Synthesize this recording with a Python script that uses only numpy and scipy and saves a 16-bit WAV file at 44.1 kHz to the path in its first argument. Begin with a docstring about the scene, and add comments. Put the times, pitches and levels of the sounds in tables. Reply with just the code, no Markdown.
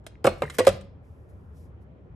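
"""A small quiet room: a hard plastic telephone handset is lowered onto its cradle.
Knocks ring the modes of the hollow shell under noise cracks; low damped tones thud in the table.
The hook switch ticks and snaps, the handset slides as grainy hiss, and a faint rustle follows
as the hand leaves. Dense reflections and a low noise rumble fill the room."""
import sys
import numpy as np
from scipy import signal
from scipy.fft import rfft, irfft, next_fast_len
from scipy.io import wavfile

SR = 44100
rng = np.random.default_rng(int(sys.argv[2]) if len(sys.argv) > 2 else 0)


def int16_out(signal):
    """Quantize to a 16-bit WAV file."""
    q = np.round(np.clip(np.atleast_2d(signal).T, -1, 1) * 32767)
    wavfile.write(sys.argv[1], SR, q.astype(np.int16))


def volts_from_decibels(level):
    """Turn decibel levels (scalar or array-like) into linear amplitude factors."""
    exponent = np.asarray(level, float) / 20
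    return 10 ** exponent


N = 94815  # samples


def rms_one(x):
    """Scale to rms 1."""
    return x / np.sqrt(np.mean(x ** 2) + 1e-20)


def at_hz(points, hz):
    """Read a table on a log-frequency axis."""
    table_hz, value = np.array(points)[:, 0], np.array(points)[:, 1]
    return np.interp(np.log(hz), np.log(table_hz + 1), value)


def drift(rate_hz):
    """Slow random wander of spread 1: low-passed noise made at SR / 40."""
    pole = np.exp(-2 * np.pi * rate_hz * 40 / SR)
    white = rng.standard_normal(N // 40 + 2002)
    slow = signal.lfilter([1], [1, -2 * pole, pole * pole], white)[2000:]  # settled part
    return np.interp(np.arange(N) / 40, np.arange(len(slow)), rms_one(slow))


def add(out, start_s, sound):
    """Mix a sound in at its start time."""
    start = int(start_s * SR)
    out[start:start + len(sound)] += sound


def decay_pole(t60_s):
    """One-pole coefficient that falls 60 dB in t60_s."""
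    return volts_from_decibels(-60 / (t60_s * SR))


def ring(start_s, hz, t60_s, rise_cycles):
    """A struck mode swells, then dies, for at most 0.25 s; also gives time since the blow."""
    start = int(start_s * SR)
    samples = np.arange(start, min(start + SR // 4, N))
    t = np.maximum(samples / SR - start_s, 0)
    swell = 1 - np.exp(-t * hz / rise_cycles)
    return t, np.sin(2 * np.pi * hz * t) * swell * volts_from_decibels(-60 * t / t60_s)


EDGES_HZ = 22 * 2 ** np.arange(0, 9.6, .4)


def bands(spectrum, size, channels):
    """Yield centre_hz and coloured noise of each band whose centre lies in the spectrum."""
    white = rng.standard_normal((2, channels, size + 4000))  # neighbouring bands use different noise
    for k, (low_hz, high_hz) in enumerate(zip(EDGES_HZ, EDGES_HZ[1:])):
        centre_hz = np.sqrt(low_hz * high_hz)
        if spectrum[0][0] <= centre_hz <= spectrum[-1][0]:
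            sos = signal.butter(2, [low_hz, high_hz], "band", fs=SR, output="sos")
            noise = signal.sosfilt(sos, white[k % 2])[:, 4000:]
            yield centre_hz, volts_from_decibels(at_hz(spectrum, centre_hz)) * noise


# plastic decay before scaling: pitch_hz, t60_s
CRACK_T60 = [(700, 0.031), (3000, 0.052), (8000, 0.053), (16000, 0.0094)]


def bursts(starts_s, levels_db, spectrum, t60_scale):
    """Noise starts at each time and dies at its own pace in each band."""
    clicks = np.full(N, 1e-18)
    np.add.at(clicks, (np.asarray(starts_s) * SR).astype(int), volts_from_decibels(levels_db))
    out = np.zeros(N)
    for hz, noise in bands(spectrum, size=N, channels=1):
        pole = decay_pole(t60_scale * at_hz(CRACK_T60, hz))
        out += noise[0] * signal.lfilter([1], [1, -pole], clicks)
    return out


# shell blows: start_s, ring_db, tilt_db_per_octave, pitch_ratio, free_ring_s (until grip or cradle damps)
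KNOCKS = [(0.0659, -44, -12, 1.2, 0.0057), (0.245, -24.5, 4.5, 1.16, 0.005),
          (0.2473, -15.5, -1, 0.93, .003), (0.2534, -15.5, 0.5, 1.04, .003), (0.2687, -23, 6.5, 1.1, .003),
          (.2700, -18, 4, 0.97, 0.0098), (.2737, -12, -1, 1.032, .007), (.2870, -28.5, 0.5, 1.3, 0.0027),
          (.4203, -20.5, 2.5, 1.04, .007), (.4320, -27.5, 6, 0.81, .008), (0.5846, -32, 8, 0.89, 0.0046),
          (.5888, -15.5, -3.5, 0.94, 0.0038), (0.5935, -17.5, 2, 0.93, 0.0036),
          (.6035, -18, 0, 0.96, 0.0053), (0.651, -43, 1, 1.7, .003), (0.6678, -25.5, 5.5, 0.56, 0.001),
          (0.6705, -10, 0, 1.031, .017), (.6950, -28.5, 1, 1.12, 0.013)]
# free modes of the hollow handset and case: pitch_hz, level_db, t60_s
SHELL = [(242.7, -13.5, .06), (385.2, -5, 0.13), (478.2, -4.5, 0.071), (528, 5.5, .11), (590, -3, 0.039),
         (679, -5, 0.098), (987, -12.5, 0.079), (1175, -10, 0.099), (1274, -17.5, 0.09),
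         (1538, -11.5, 0.031), (1956, -31, 0.11), (2260, -22.5, 0.15), (2604, -22.5, 0.15),
         (3030, -31, .04), (3710, -38.5, 0.12), (5200, -33, 0.0067)]
RISE_CYCLES = 0.63  # swell time constant
SPOT_DB = 1.5  # random spread of mode levels with the struck spot
IN_STEP_HZ = (350, 800)  # modes inside start in step, others alternate in sign
DAMPED_T60_S, DAMPED_DB = .028, -15.5  # fast loss once damped; share that rings on
SHELL_ROUGH = .8  # loose parts blur what rings on


def shell():
    """Each knock swells all shell modes; damping then kills most of the ring."""
    out = np.zeros(N)
    spots = rng.standard_normal((len(KNOCKS), len(SHELL)))
    hz, mode_db, t60_s = np.transpose(SHELL)
    blur = 1 + SHELL_ROUGH * drift(60)
    in_step = (hz > IN_STEP_HZ[0]) & (hz < IN_STEP_HZ[1])
    sign = np.where(in_step, 1, (-1) ** np.arange(1, len(hz) + 1))
    for (start_s, ring_db, tilt_db, pitch, free_s), spot in zip(KNOCKS, spots):
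        t, modes = ring(start_s, pitch * hz[:, None], t60_s[:, None], RISE_CYCLES)
        brightness_db = tilt_db * np.log2(hz / 540)
        gains = sign * volts_from_decibels(ring_db + mode_db + brightness_db + SPOT_DB * spot)
        damped = volts_from_decibels(-60 * np.maximum(t - free_s, 0) / DAMPED_T60_S)
        rings_on = volts_from_decibels(DAMPED_DB) * (1 - damped) * blur[int(start_s * SR):][:len(t)]
        add(out, start_s, gains @ modes * (damped + rings_on))
    return out


# hardest contacts: start_s, level_db
CRACKS = [(0.0655, -36), (0.243, -29.5), (0.244, -31.5), (0.255, -27), (0.2675, -21.5), (0.27, -47),
          (0.29, -40), (0.4208, -33), (0.438, -48), (0.5852, -19), (.5890, -24.5), (0.595, -26),
          (0.65, -32.5), (0.6683, -17), (0.678, -23), (0.689, -28)]
# plastic on plastic: pitch_hz, density_db_per_hz
CRACK = [(700, -19.5), (1500, 5.5), (3000, -0.5), (4200, -0.5), (6300, -10), (8500, -2.5), (11000, -2.5),
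         (14000, -19), (16000, -20)]
SPIT_DB, SPIT_T60_SCALE = 3.5, .2  # first instant of a crack


def cracks():
    """Hard contacts burst into noise: a brief spit over a longer decay."""
    start_s, level_db = np.transpose(CRACKS)
    body = bursts(start_s, level_db, CRACK, t60_scale=1)
    return body + bursts(start_s, level_db + SPIT_DB, CRACK, t60_scale=SPIT_T60_SCALE)


# table takes the weight: start_s, level_db, pitch_hz, t60_s
THUDS = [(0.25, -18, 130, 0.086), (.275, -27, 200, 0.15), (0.283, -30, 90, 0.25), (0.297, -32, 40, 0.45),
         (0.433, -27.5, 145, 0.17), (.600, -31, 100, 0.36), (0.679, -25.5, 95, 0.23),
         (0.683, -28, 190, 0.24), (0.688, -24.5, 40, 0.2), (0.736, -17, 110, 0.039)]
THUD_RISE_CYCLES = 0.4


def thuds():
    """The table answers the weight with low damped modes."""
    out = np.zeros(N)
    for start_s, level_db, hz, t60_s in THUDS:
        add(out, start_s, volts_from_decibels(level_db) * ring(start_s, hz, t60_s, THUD_RISE_CYCLES)[1])
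    return out


# hook switch ticks: start_s, level_db, pitch_hz, t60_s
TICKS = [(0.1546, -44, 2100, 0.01), (.4510, -38, 1950, .025), (0.453, -41.5, 1580, .025),
         (0.478, -39, 1907, .025), (.4990, -40.5, 2073, 0.068), (0.601, -31, 1940, 0.11),
         (0.618, -37, 3030, 0.042), (.6690, -24.5, 5200, .02), (.6900, -50, 4275, 0.14),
         (0.729, -52.5, 4458, .1), (0.278, -45.5, 4260, .15), (1.815, -69.5, 1477, .02)]
TICK_ROUGH = 1.2  # rattle depth
# plunger snaps: start_s, level_db
SNAPS = [(.4990, -34), (0.041, -71), (.5420, -53), (0.81, -49.5)]
# snap colour: pitch_hz, density_db_per_hz
SNAP = [(1200, 10.5), (3500, 3.5), (6000, -5), (8500, 1.5), (11000, -11.5), (14000, -22), (16000, -20)]


def switch():
    """Small sprung parts tick and rattle, each at one pitch; plungers snap as noise bursts."""
    ticks = np.zeros(N)
    for start_s, level_db, hz, t60_s in TICKS:
        add(ticks, start_s, volts_from_decibels(level_db) * ring(start_s, hz, t60_s, RISE_CYCLES)[1])
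    rattle = 1 + TICK_ROUGH * drift(140)
    return ticks * rattle + bursts(*np.transpose(SNAPS), SNAP, t60_scale=0.98)


CATCHES_PER_S, CATCH_DB, CATCH_T60_S = 450, 3, 0.011


def friction(curve, spectrum, patchy_db, grain):
    """Patchy hiss under a level curve; random catches add decaying grains."""
    hiss = np.zeros(N)
    for _, noise in bands(spectrum, size=N, channels=1):
        hiss += noise[0] * volts_from_decibels(patchy_db * drift(17))
    height = volts_from_decibels(CATCH_DB * np.minimum(rng.exponential(1, N), 3))
    catches = (rng.random(N) < CATCHES_PER_S / SR) * height
    grains = signal.lfilter([1], [1, -decay_pole(CATCH_T60_S)], catches + 1e-18)
    level_db = np.interp(np.arange(N) / SR, *np.transpose(curve))
    return volts_from_decibels(level_db) * rms_one(hiss * (1 + grain * grains))


# handset on cradle: time_s, level_db
SLIDE = [(.2, -130), (.26, -70), (.3, -59), (.41, -67.5), (.44, -58.5), (.53, -60), (.545, -49.5),
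         (.575, -57), (.66, -56), (.74, -59.5), (.85, -83), (.95, -130)]
# slide colour: pitch_hz, density_db_per_hz
SLIDE_COLOUR = [(1000, -1), (2000, 7), (4000, -1.5), (7000, -3.5), (11000, -1.5), (14000, 0), (16000, -10)]


def slide():
    """The handset slides on the cradle and catches in small grains."""
    return friction(SLIDE, SLIDE_COLOUR, patchy_db=-2.5, grain=1)


# faint rustle, with a small snap at 1.298 s: time_s, level_db
RUSTLE = [(1.0, -105), (1.05, -79.5), (1.28, -85), (1.298, -73.5), (1.32, -82), (1.52, -87), (1.57, -69.5),
          (1.65, -73.5), (1.72, -95), (1.79, -100), (1.825, -79), (1.87, -105)]
# faint hiss colour, with narrow dips: pitch_hz, density_db_per_hz
RUSTLE_COLOUR = [(2060, -38), (3500, -13), (3950, -14.5), (4600, -10), (8100, -10), (9560, -21.5),
                 (10100, -7), (11200, -5.5), (12300, -13), (12600, -27), (14500, -8), (16000, -43)]


def rustle():
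    """A faint patchy hiss free of grains; a short bump in its level makes a small snap."""
    return friction(RUSTLE, RUSTLE_COLOUR, patchy_db=0.5, grain=0)


# near sounds at the two ports: pitch_hz, left_lead_rad
LEAD = [(0, 0), (1030, -0.5), (3700, 1.0), (4220, 0.8), (4740, 6.8), (5170, 6.1), (8010, 6.4),
        (11500, -0.8), (12000, -2.7), (13000, -3.4), (13700, -6.2), (14500, -6.2), (15100, -9.2),
        (16200, -9.6)]
BOUNCE_S, BOUNCE_DB, BOUNCE_HZ = 0.0012, -5.5, (1400, 6500)  # off the tabletop


def ports(x):
    """Two microphone ports hear a pitch-dependent phase lead and one reflection in opposite signs."""
    size = next_fast_len(N)
    left_right = np.array([[1], [-1]])
    lead_rad = np.interp(np.arange(size // 2 + 1) * SR / size, *np.transpose(LEAD))
    direct = irfft(rfft(x, size) * np.exp(.5j * lead_rad * left_right), size)[:, :N]
    sos = signal.butter(1, BOUNCE_HZ, "band", fs=SR, output="sos")
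    bounce = signal.sosfilt(sos, np.roll(x, int(BOUNCE_S * SR)))
    return direct + volts_from_decibels(BOUNCE_DB) * bounce * left_right


# reflections: pitch_hz, level_db
ROOM_COLOUR = [(40, -2), (250, -5.5), (550, -3.5), (1200, -4), (2000, -1.5), (3500, 0), (8000, -1),
               (17000, -20.5)]
# reflection decay: pitch_hz, t60_s
ROOM_T60 = [(100, 0.98), (500, 0.31), (2000, 0.39), (5000, 0.36), (9000, 0.18), (16000, 0.12)]
ROOM_DB, ROOM_SIDE_DB, ROOM_SIDE_HZ = -12, -3, 500


def room(x):
    """Dense reflections, as 0.5 s of noise that dies band by band."""
    t = np.arange(SR // 2) / SR
    tail = np.zeros((2, len(t)))
    for hz, noise in bands(ROOM_COLOUR, size=len(t), channels=2):
        tail += noise * volts_from_decibels(-60 * t / at_hz(ROOM_T60, hz))
    mid, side = tail
    sos = signal.butter(1, ROOM_SIDE_HZ, "high", fs=SR, output="sos")
    side = volts_from_decibels(ROOM_SIDE_DB) * signal.sosfilt(sos, side)
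    onset = np.minimum(t / 0.0051, 1)
    echo = np.array([mid + side, mid - side]) * onset / np.sqrt(SR / 50)
    return volts_from_decibels(ROOM_DB) * signal.fftconvolve(x[None], echo, axes=1)[:, :N]


# building noise: pitch_hz, density_db_per_hz
RUMBLE = [(18, -60), (30, -34), (52, -8), (75, 0), (123, -9), (361, -22.5), (474, -14), (508, -23),
          (2690, -46.5), (3610, -68.5), (7000, -71), (9100, -93), (15400, -120)]
# left-right likeness of the rumble: pitch_hz, correlation
LIKENESS = [(60, 1), (180, 0.79), (550, 0.51), (1650, -0.34), (4970, 0.34), (15000, 0.05)]
RUMBLE_DB, LEFT_DB = -46.5, .3  # left is raised and right lowered by LEFT_DB


def rumble():
    """Low noise of the building wavers gently, most alike at both ports in the bass."""
    left_right = np.array([[1], [-1]])
    out = np.zeros((2, N))
    for hz, (mid, side) in bands(RUMBLE, size=N, channels=2):
        alike = np.clip(at_hz(LIKENESS, hz), -1, 1)
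        stereo = np.sqrt(1 + alike) * mid + np.sqrt(1 - alike) * side * left_right
        out += volts_from_decibels(2.0 * drift(8.8)) * stereo
    return volts_from_decibels(RUMBLE_DB + LEFT_DB * left_right) * rms_one(out)


def scene():
    """Telephone and hand near the microphone, in the room."""
    near = shell() + cracks() + thuds() + switch() + slide()
    return ports(near + rustle()) + room(near) + rumble()


def top_cut(x):
    """Nothing passes above the cut-off."""
    return signal.sosfilt(signal.butter(12, 16660, fs=SR, output="sos"), x)


MIC_LOW_HZ, CUTOFF_HZ = 40, 17300


def record(dry):
    """The microphone loses the deepest bass and the top is cut."""
    x = signal.sosfilt(signal.butter(2, MIC_LOW_HZ, "high", fs=SR, output="sos"), dry)
    x = signal.sosfilt(signal.cheby2(12, 70, CUTOFF_HZ, fs=SR, output="sos"), x)
    return top_cut(x)


dry = scene()
out = record(dry)
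int16_out(out)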